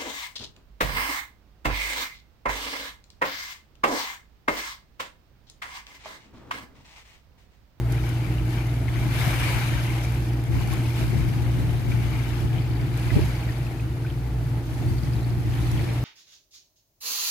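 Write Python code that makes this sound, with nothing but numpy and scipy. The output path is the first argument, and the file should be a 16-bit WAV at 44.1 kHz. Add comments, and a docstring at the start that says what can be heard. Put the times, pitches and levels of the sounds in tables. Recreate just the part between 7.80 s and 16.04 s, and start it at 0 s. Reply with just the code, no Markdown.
"""A sandy beach, where small waves lap while a moored ship and its tug idle across the water.
Each wave traps air as a cloud of ringing bubbles and fizzes over the sand as foam. A few plops and
ticks stand out, and droplets tinkle in the backwash. The diesels hum and rumble steadily over a
faint wash from the far shore; puffs of wind bump the two microphone ports."""
import sys
import numpy as np
from scipy import signal
from scipy.fft import rfft, irfft
from scipy.io import wavfile
from scipy.ndimage import uniform_filter1d

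SR = 44100
rng = np.random.default_rng(int(sys.argv[2]) if len(sys.argv) > 2 else 0)


def wav_record(signal):
    """Record a signal, one row per channel, as 16-bit PCM in the file named by sys.argv[1]."""
    frames = np.transpose(np.atleast_2d(signal))
    bounded = np.clip(frames, -1, 1)
    # unit amplitude maps onto the largest positive 16-bit level
    quanta = np.round(bounded * 32767).astype(np.int16)
    wavfile.write(sys.argv[1], SR, quanta)


N = 363384
TIME = np.arange(N) / SR
BINS = np.fft.rfftfreq(N, 1 / SR)


# Wave cues: start/s, rise/s, hold/s, decay/s, churn level/dB, foam level/dB, share from the left/0-1
WAVES = [(0.044, .1, 0.26, 0.5, -44, -52.5, 0.65), (0.648, 0.082, 0.049, 0.28, -43.5, -51.5, 0.7),
         (1.0, 0.21, 0.14, 0.18, -39.5, -48.5, 0.64), (1.24, .2, .31, 0.3, -28.5, -41, 0.5),
         (1.957, 0.1, 0.04, 0.49, -42, -48, 0.4), (2.684, 0.07, 0.41, 0.42, -43.5, -49, 0.64),
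         (2.87, 0.055, .01, 0.04, -39.5, -49, .5), (3.137, 0.052, 0.016, 0.097, -39, -47, .15),
         (3.185, 0.18, 0.62, 0.57, -45.5, -54.5, .45), (4.033, 0.089, 0.47, 0.11, -43, -52, 0.72),
         (4.697, 0.037, 0.018, 0.6, -45.5, -70, 0.64), (4.963, .33, 0.2, 0.3, -39.5, -48, 0.36),
         (6.23, 0.069, 0.0061, 0.038, -49, -64, 0.1), (6.78, 0.14, 0.46, .3, -52.5, -55, .05),
         (7.49, .42, .22, .2, -41, -50, 0.15)]
def surf(calm_churn_db=-55, calm_foam_db=-58.5, calm_left=0.092):
    """Waves add in power over calm ripples; returns churn dB, foam dB and the share from the left."""
    water, fizz = amp(calm_churn_db) ** 2, amp(calm_foam_db) ** 2
    left = water * calm_left
    for start, rise, hold, decay, churn_db, foam_db, share in WAVES:
        swell = envelope(start, rise, hold, decay)
        power = (amp(churn_db) * swell) ** 2
        water += power
        left += share * power
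        fizz += (amp(foam_db) * swell) ** 2
    return 10 * np.log10(water), 10 * np.log10(fizz), np.clip(left / water, 0, 1)


# EQ of churning water: f/Hz, level/dB
CHURN_EQ = [(150, -34), (400, 0), (700, -0.5), (1000, 1), (1420, -0.5), (1800, 3.5), (2450, 2),
            (2900, -0.5), (3600, -3), (4500, -10.5), (6500, -15.5), (15000, -16.5)]
# Extra EQ on water heard from the left: f/Hz, level/dB
SLANT_EQ = [(400, -2), (1200, 6.5), (1750, 2), (2250, 5), (2700, 4.5), (3100, 1.5), (3800, 1), (7000, 2.5)]
def churn(wave_db, left_share, slosh_db=0.7, merge_db=-30, echo=0.23, cross_echo=0.37):
    """Water folding over on the sand traps air, ahead or along the beach to the left."""
    level_db = wave_db + slosh_db * drift(hz=15)
    bubbles = unit(cloud(450, 7000, per_s=3000, cycles=9, size_db=2, blur=0.86, pitches=48))
    merged = np.minimum(amp(level_db - merge_db), 1)  # in a full wave the bubbles run together
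    water = np.sqrt(1 - merged) * bubbles + np.sqrt(merged) * rng.standard_normal((2, N))
    ahead = shimmer(eq(spread(water, lag_ms=0.436), CHURN_EQ), depth_db=1.5)
    # from the left, a close reflection comb-filters the water, most of all in the left port
    late_left, late_right = delayed(ahead, ms=1.33)
    reflection = np.array([echo * late_left + cross_echo * late_right, echo * late_right])
    aslant = unit(eq(ahead + reflection, SLANT_EQ))
    return amp(level_db) * (left_share * pan(5) * aslant + (1 - left_share) * pan(-4) * ahead)


# EQ of the fizz: f/Hz, level/dB
FOAM_EQ = [(1000, 12.5), (3000, 4.5), (4400, 6), (6000, 3), (8000, -1.5), (11000, 2), (13000, 0.5),
           (15500, -10)]
def foam(fizz_db, trim_db=3.5, clump_db=1.35):
    """Tiny bubbles burst as the water runs over the sand."""
    bursts = cloud(3000, 15000, per_s=3500, cycles=7, size_db=0, blur=1, pitches=28)
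    level_db = fizz_db + trim_db + clump_db * drift(hz=28.86)
    return amp(level_db) * shimmer(eq(spread(bursts, lag_ms=0.467), FOAM_EQ), depth_db=1.56)


# Featured bubbles: t/s, level/dB before trim, f/Hz, pan/dB
PLOPS = [(0.7757, -31, 2310, 8), (1.082, -28, 2110, 14), (1.159, -32, 1990, 14), (1.4141, -26, 2070, 15),
         (2.1015, -33, 2160, 5.5), (2.7528, -36, 1000, 16), (2.809, -33, 1010, 5), (2.927, -32, 1080, 6),
         (3.057, -33, 2500, 7), (4.118, -27, 2300, 10), (5.3048, -26, 1980, 8), (5.691, -31, 1820, 9),
         (5.8666, -37, 2570, 16), (5.9963, -33, 2500, -2), (6.248, -34, 1490, .5), (6.264, -33.5, 2370, 2),
         (6.3015, -35, 3090, 4), (7.9927, -31.5, 1960, 2.5), (8.0883, -31, 2360, 2)]
def plops(wave_db, trim_db=-3, cycles=11, rise=0.023, follower_db=-8, scatter_s=0.0084):
    """A large bubble breaks off with three softer followers; random extra plops ride the wave level."""
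    out = np.zeros((2, N))
    extras = [(when * N / SR, wave_db[int(when * N)] - 1.5, 1500 + 1400 * pitch, 10 * side)
              for when, pitch, side in rng.random((26, 3))]
    for start, db, hz, pan_db in PLOPS + extras:
        gain = amp(db + trim_db) * pan(pan_db)
        add(out, start, gain * bubble(hz, cycles, rise))
        for wait, detune in rng.random((3, 2)):
            follower = bubble(hz * (0.822 + 0.34 * detune), cycles / 2, rise)
            add(out, start + wait * scatter_s, gain * amp(follower_db) * follower)
    return out


# Featured ticks: t/s, level/dB before trim and EQ, pan/dB
TICKS = [(0.123, -31.5, -4), (0.2911, -35, -1), (2.321, -39, 11), (2.6385, -37, 3.5), (2.8743, -34, -3),
         (2.9354, -30.5, -4), (3.1944, -35, 1), (5.1747, -36, 3), (7.915, -31, -1)]
# Bright EQ on every tick: f/Hz, level/dB
TICK_EQ = [(1000, -25), (3000, -2), (4500, 7), (8000, 4.5), (12000, 9.5), (15500, -7)]
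def ticks(fizz_db, trim_db=-6.5, decay_s=0.0033, width_db=4):
    """Spray and shifting grit make short bright cracks; random extra ticks ride the foam level."""
    out = np.zeros((2, N))
    decay = np.exp(-np.arange(2048) / SR / decay_s)
    extras = [(when * N / SR, fizz_db[int(when * N)] + 10, width_db * (2 * side - 1))
              for when, side in rng.random((20, 2))]
    for start, db, pan_db in TICKS + extras:
        crack = decay * rng.standard_normal((2, len(decay)))
        add(out, start, amp(db + trim_db) * pan(pan_db) * crack)
    return eq(out, TICK_EQ)


# Trickles through the sand: start/s, hold/s, level/dB, centre f/Hz
BACKWASH = [(0.1, 1.1, -64, 2970), (4.0, 0.52, -56, 3020), (4.6, 0.83, -57, 4400), (6.75, 0.4, -58.5, 2300),
            (6.85, .3, -57, 4380), (7.65, 0.73, -56, 3940)]
# Featured droplets: t/s, level/dB before trim, f/Hz
DROPLETS = [(7.3652, -34, 3880), (7.446, -33.5, 4330), (7.7378, -34, 3220), (7.7857, -35, 3250),
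            (7.8254, -33, 3870), (8.0112, -31, 4340)]
def backwash(droplet_trim_db=-5):
    """Sparse small droplets tinkle as the water drains back."""
    out = np.zeros((2, N))
    for start, hold, db, hz in BACKWASH:
        drops = cloud(hz / 1.1, hz * 1.1, per_s=370, cycles=15, size_db=6.5, blur=0, pitches=10)
        out += amp(db) * envelope(start, rise=0.29, hold=hold, decay=0.22) * drops
    out = spread(out, lag_ms=0.52)
    for start, db, hz in DROPLETS:
        add(out, start, amp(db + droplet_trim_db) * pan(0) * bubble(hz, cycles=12, rise=0.016))
    return out


def bubble(hz, cycles, rise):
    """A bubble rings down to 1/e in the given cycles, its pitch rising as it nears the surface."""
    age = np.arange(int(5 * cycles / hz * SR) + 2) * hz / SR / cycles  # in decay times
    return np.exp(-age) * np.sin(2 * np.pi * cycles * (age + rise * age ** 2 / 2))


def cloud(low_hz, high_hz, per_s, cycles, size_db, blur, pitches):
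    """Bubbles ring over the blur of those too small to tell apart; size_db makes a few stand out."""
    out = np.zeros(2 * N)  # two unrelated streams, end to end, share the per_s bubbles
    for hz in np.geomspace(low_hz, high_hz, pitches):
        ring = bubble(hz, cycles * rng.uniform(0.6, 1.4), rise=0.04)
        ring *= np.sqrt(hz) / np.linalg.norm(ring)
        when, size = rng.random((4000, 2))[:int(per_s * N / SR / pitches)].T
        gain = amp(-size_db * np.log(size + 0.015))
        places = (when * (2 * N - len(ring))).astype(int)[:, None] + np.arange(len(ring))
        out += np.bincount(places.ravel(), np.outer(gain, ring).ravel(), 2 * N)
    return unit(out.reshape(2, N)) + blur * rng.standard_normal((2, N))


def shimmer(x, depth_db):
    """A mild random flicker: narrow bands swell and fade within a tenth of a second."""
    spectra = signal.stft(x, nperseg=512)[2]
    flicker = uniform_filter1d(rng.standard_normal(spectra.shape[1:]), size=4, axis=0)
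    flicker = unit(uniform_filter1d(flicker, size=14, axis=1))
    return unit(signal.istft(spectra * amp(depth_db * flicker), nperseg=512)[1][:, :N])


CYCLE_HZ = 19.81  # diesel cycles a second
# Fader ride, how well the engines carry over the water: t/s, level/dB
CARRY = [(0.05, -23.5), (0.32, -26), (3.29, -25.5), (3.84, -23.5), (3.91, -26), (4.86, -25.5), (6.25, -30),
         (6.79, -26.5), (6.84, -33), (7.11, -23.5), (7.2, -27.5), (7.38, -26), (8.13, -25.5), (8.2, -24.5)]
# Diesel harmonics: multiple of the cycle rate, level/dB relative to the ride
ORDERS = [(3, -8), (6, 0.5), (9, -20.5)]
# Tones of the other machines aboard: f/Hz, level/dB
MACHINES = [(43.9, -57), (109.8, -47.5), (136.6, -44), (138.7, -41.5), (230.4, -63.5), (265.9, -53.5),
            (310.5, -51.5), (349.3, -48.5), (368.8, -57), (444.4, -55), (465.9, -61.5), (505.4, -61.5)]
def engine_hum(trim_db=-0.5, waver_rad=0.025, stereo_rad=0.1, fade_db=2, wander_rad=0.81):
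    """Diesel orders and machine tones waver on their way across the water."""
    turn = 2 * np.pi * CYCLE_HZ * TIME
    bend = waver_rad * drift(hz=2.3) + stereo_rad * np.array([[1], [-1]]) * drift(hz=0.54)
    diesel = sum(amp(db) * np.sin(k * (turn + rng.uniform(0, 2 * np.pi)) + bend) for k, db in ORDERS)
    out = diesel * amp(ride(CARRY) + trim_db)
    for hz, db in MACHINES:
        phase = 2 * np.pi * hz * TIME + wander_rad * drift(hz=0.87)
        # reflections off the shore bring each tone to the two ports slightly out of step
        port_phase = 0.17 * rng.standard_normal((2, 1))
        out += amp(db + fade_db * drift(hz=1.45)) * np.sin(phase + port_phase)
    return np.sqrt(2) * out


# EQ of the exhaust: f/Hz, level/dB
EXHAUST_EQ = [(15, -30), (30, -33), (43, -14.5), (58, 1.5), (80, -6.5), (100, -4.5), (135, -4), (160, -8.5),
              (195, -18.5), (260, -56), (500, -53.5)]
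# EQ of the engine-room drone: f/Hz, level/dB
DRONE_EQ = [(120, -28), (200, -4.5), (240, -2.5), (280, 1), (320, 4), (365, -6), (430, -11.5), (530, -15),
            (680, -11), (860, -11.5), (1050, -23), (2000, -19.5), (5000, -38)]
def engine_rumble(exhaust_db=-31, drone_db=-37.5, mean_carry_db=-25, throb=0.059):
    """Exhaust roar and engine-room drone fade partly with the hum and throb once each engine cycle."""
    carry_db = ride(CARRY) - mean_carry_db
    exhaust = amp(exhaust_db + 0.31 * carry_db + 1.5 * drift(hz=3)) * noise(EXHAUST_EQ)
    drone = amp(drone_db + 0.47 * carry_db + 1.18 * drift(hz=6)) * noise(DRONE_EQ)
    return (exhaust + drone) * (1 + throb * np.sin(2 * np.pi * CYCLE_HZ * TIME))


# Wind bumps: centre t/s, level/dB, Gaussian width/s, upper edge f/Hz, pan/dB
BUFFETS = [(1.477, -26.5, 0.0099, 220, 10), (3.218, -26.5, .012, 260, 7.5), (3.355, -31, .025, 300, 9),
           (5.339, -20, 0.015, 122, -13), (5.366, -11, 0.0055, 189, 5), (5.38, -26, 0.015, 376, 10.5),
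           (5.393, -24.5, 0.0028, 596, 6), (5.428, -19, 0.015, 151, -9), (8.09, -35, .04, 417, 1)]
def buffets():
    """Eddies strike each port separately as short low bumps."""
    out = np.zeros((2, N))
    for centre, db, width, edge_hz, pan_db in BUFFETS:
        band = signal.butter(3, [45, edge_hz], "band", fs=SR, output="sos")
        swell = np.exp(-0.5 * ((TIME - centre) / width) ** 2)
        eddy = signal.sosfilt(band, rng.standard_normal((2, N))) * swell
        out += amp(db) * pan(pan_db) * unit(eddy) * np.sqrt(np.mean(swell ** 2))
    return out


# Longer spells of breeze: start/s, hold/s, level/dB, pan/dB
BREEZES = [(1.0, 0.87, -34.5, 5), (2.62, 0.23, -29.5, 9), (3.143, 1.14, -31, 9.5), (4.57, 0.77, -32.5, -1),
           (6.83, 1.0, -31.5, 2)]
# Bass-heavy EQ of the breeze: f/Hz, level/dB
BREEZE_EQ = [(15, -22), (30, -25), (50, 3), (80, 2.5), (130, 0.5), (200, -10.5), (320, -13.5), (500, -32),
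             (1000, -49.5)]
def breeze(lump_db=2.5):
    """Moving air rumbles in each port separately, in lumps."""
    spells = sum(amp(db) * pan(pan_db) * envelope(start, rise=0.11, hold=hold, decay=0.13)
                 for start, hold, db, pan_db in BREEZES)
    return spells * amp(lump_db * drift(hz=8)) * unit(eq(rng.standard_normal((2, N)), BREEZE_EQ))


# EQ of the background bed: f/Hz, level/dB
FAR_SHORE_EQ = [(300, -11), (850, 2.5), (1350, 8), (2300, -16), (3400, -10.5), (4500, -3), (8000, -32),
                (12000, -16), (15000, -19)]
def far_shore(level_db=-53):
    """A faint, steady wash from the far shore."""
    return amp(level_db) * noise(FAR_SHORE_EQ)


def amp(db):
    """Decibels to gain."""
    return 10 ** (np.asarray(db) / 20)


def unit(x):
    """Scales to rms 1."""
    return x / np.sqrt(np.mean(x ** 2) + 1e-20)


def pan(db):
    """Left and right gains for a level difference; positive is left."""
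    return amp([[db / 2], [-db / 2]])


def per_bin(points):
    """A frequency table at every FFT bin, interpolated on a log axis."""
    hz, value = np.transpose(points)
    return np.interp(np.log(BINS + 1), np.log(hz + 1), value)


def eq(x, points):
    """Filters by an EQ curve."""
    return irfft(rfft(x) * amp(per_bin(points)), N)


def ride(points):
    """A fader ride at every sample."""
    return np.interp(TIME, *np.transpose(points))


def envelope(start, rise, hold, decay):
    """A smooth rise, a hold, then an exponential tail; times in seconds."""
    age = TIME - start
    attack = np.sin(np.pi / 2 * np.clip(age / rise, 0, 1)) ** 2
    return attack * np.exp(-np.maximum(age - rise - hold, 0) / decay)


def drift(hz):
    """Random modulation of rms 1, up to about the given rate."""
    slow = uniform_filter1d(rng.standard_normal(int(N / SR * hz * 10) + 2), size=5)
    return unit(np.interp(TIME, np.linspace(0, N / SR, len(slow)), slow))


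def add(mix, start, sound):
    """Mixes a stereo sound in at start seconds."""
    part = mix[:, max(round(start * SR), 0):][:, :sound.shape[1]]
    part += sound[:, :part.shape[1]]


def delayed(x, ms):
    """The same sound a little later."""
    return irfft(rfft(x) * np.exp(-2j * np.pi * BINS * ms / 1000), N)


def noise(points):
    """Wide noise of rms 1, shaped by an EQ curve."""
    return unit(eq(spread(rng.standard_normal((2, N))), points))


# Stereo image, narrow bass and wide treble: f/Hz, left-right correlation/0-1
CORRELATION = [(30, 0.93), (120, 0.84), (250, 0.96), (400, 0.9), (900, 0.67), (1250, 0.043), (2300, 0.27),
               (6000, 0.18), (12000, 0.042)]
def spread(pair, lag_ms=0):
    """Blends two unrelated signals into a wide source; treble reaches the left port lag_ms late."""
    a, b = rfft(pair)
    angle = np.arcsin(np.clip(per_bin(CORRELATION), 0, 1)) / 2
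    lag = np.exp(-2j * np.pi * BINS * lag_ms / 1000 * (BINS > 2000))
    left = (a * np.cos(angle) + b * np.sin(angle)) * lag
    right = b * np.cos(angle) + a * np.sin(angle)
    return irfft(np.array([left, right]), N)


# Tone of the left port against the right: f/Hz, level difference/dB
PORT_TILT = [(60, -0.5), (300, 1), (700, 0), (1000, 2), (1500, 3.5), (2200, 4.5), (3000, 4), (3800, 1.5),
             (7000, -0.5), (8400, -3.5), (9600, -0.5), (11000, 3.5), (13500, 0.5)]
def scene():
    """Water, ships and far shore through the two ports, with plops, ticks and wind on top."""
    wave_db, fizz_db, left_share = surf()
    water = churn(wave_db, left_share) + foam(fizz_db) + backwash()
    distance = far_shore() + engine_rumble() + engine_hum()
    left, right = rfft(water + distance)
    tilt = amp(per_bin(PORT_TILT) / 2)
    bed = irfft(np.array([left * tilt, right / tilt]), N)
    return bed + plops(wave_db) + ticks(fizz_db) + buffets() + breeze()


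def record(dry, cutoff_hz=15600):
    """A steep low-pass takes off the very top."""
    lowpass = signal.firwin(701, cutoff_hz, window=("kaiser", 9), fs=SR)
    return signal.oaconvolve(dry, lowpass[None], "same")


dry = scene()
out = record(dry)
wav_record(out)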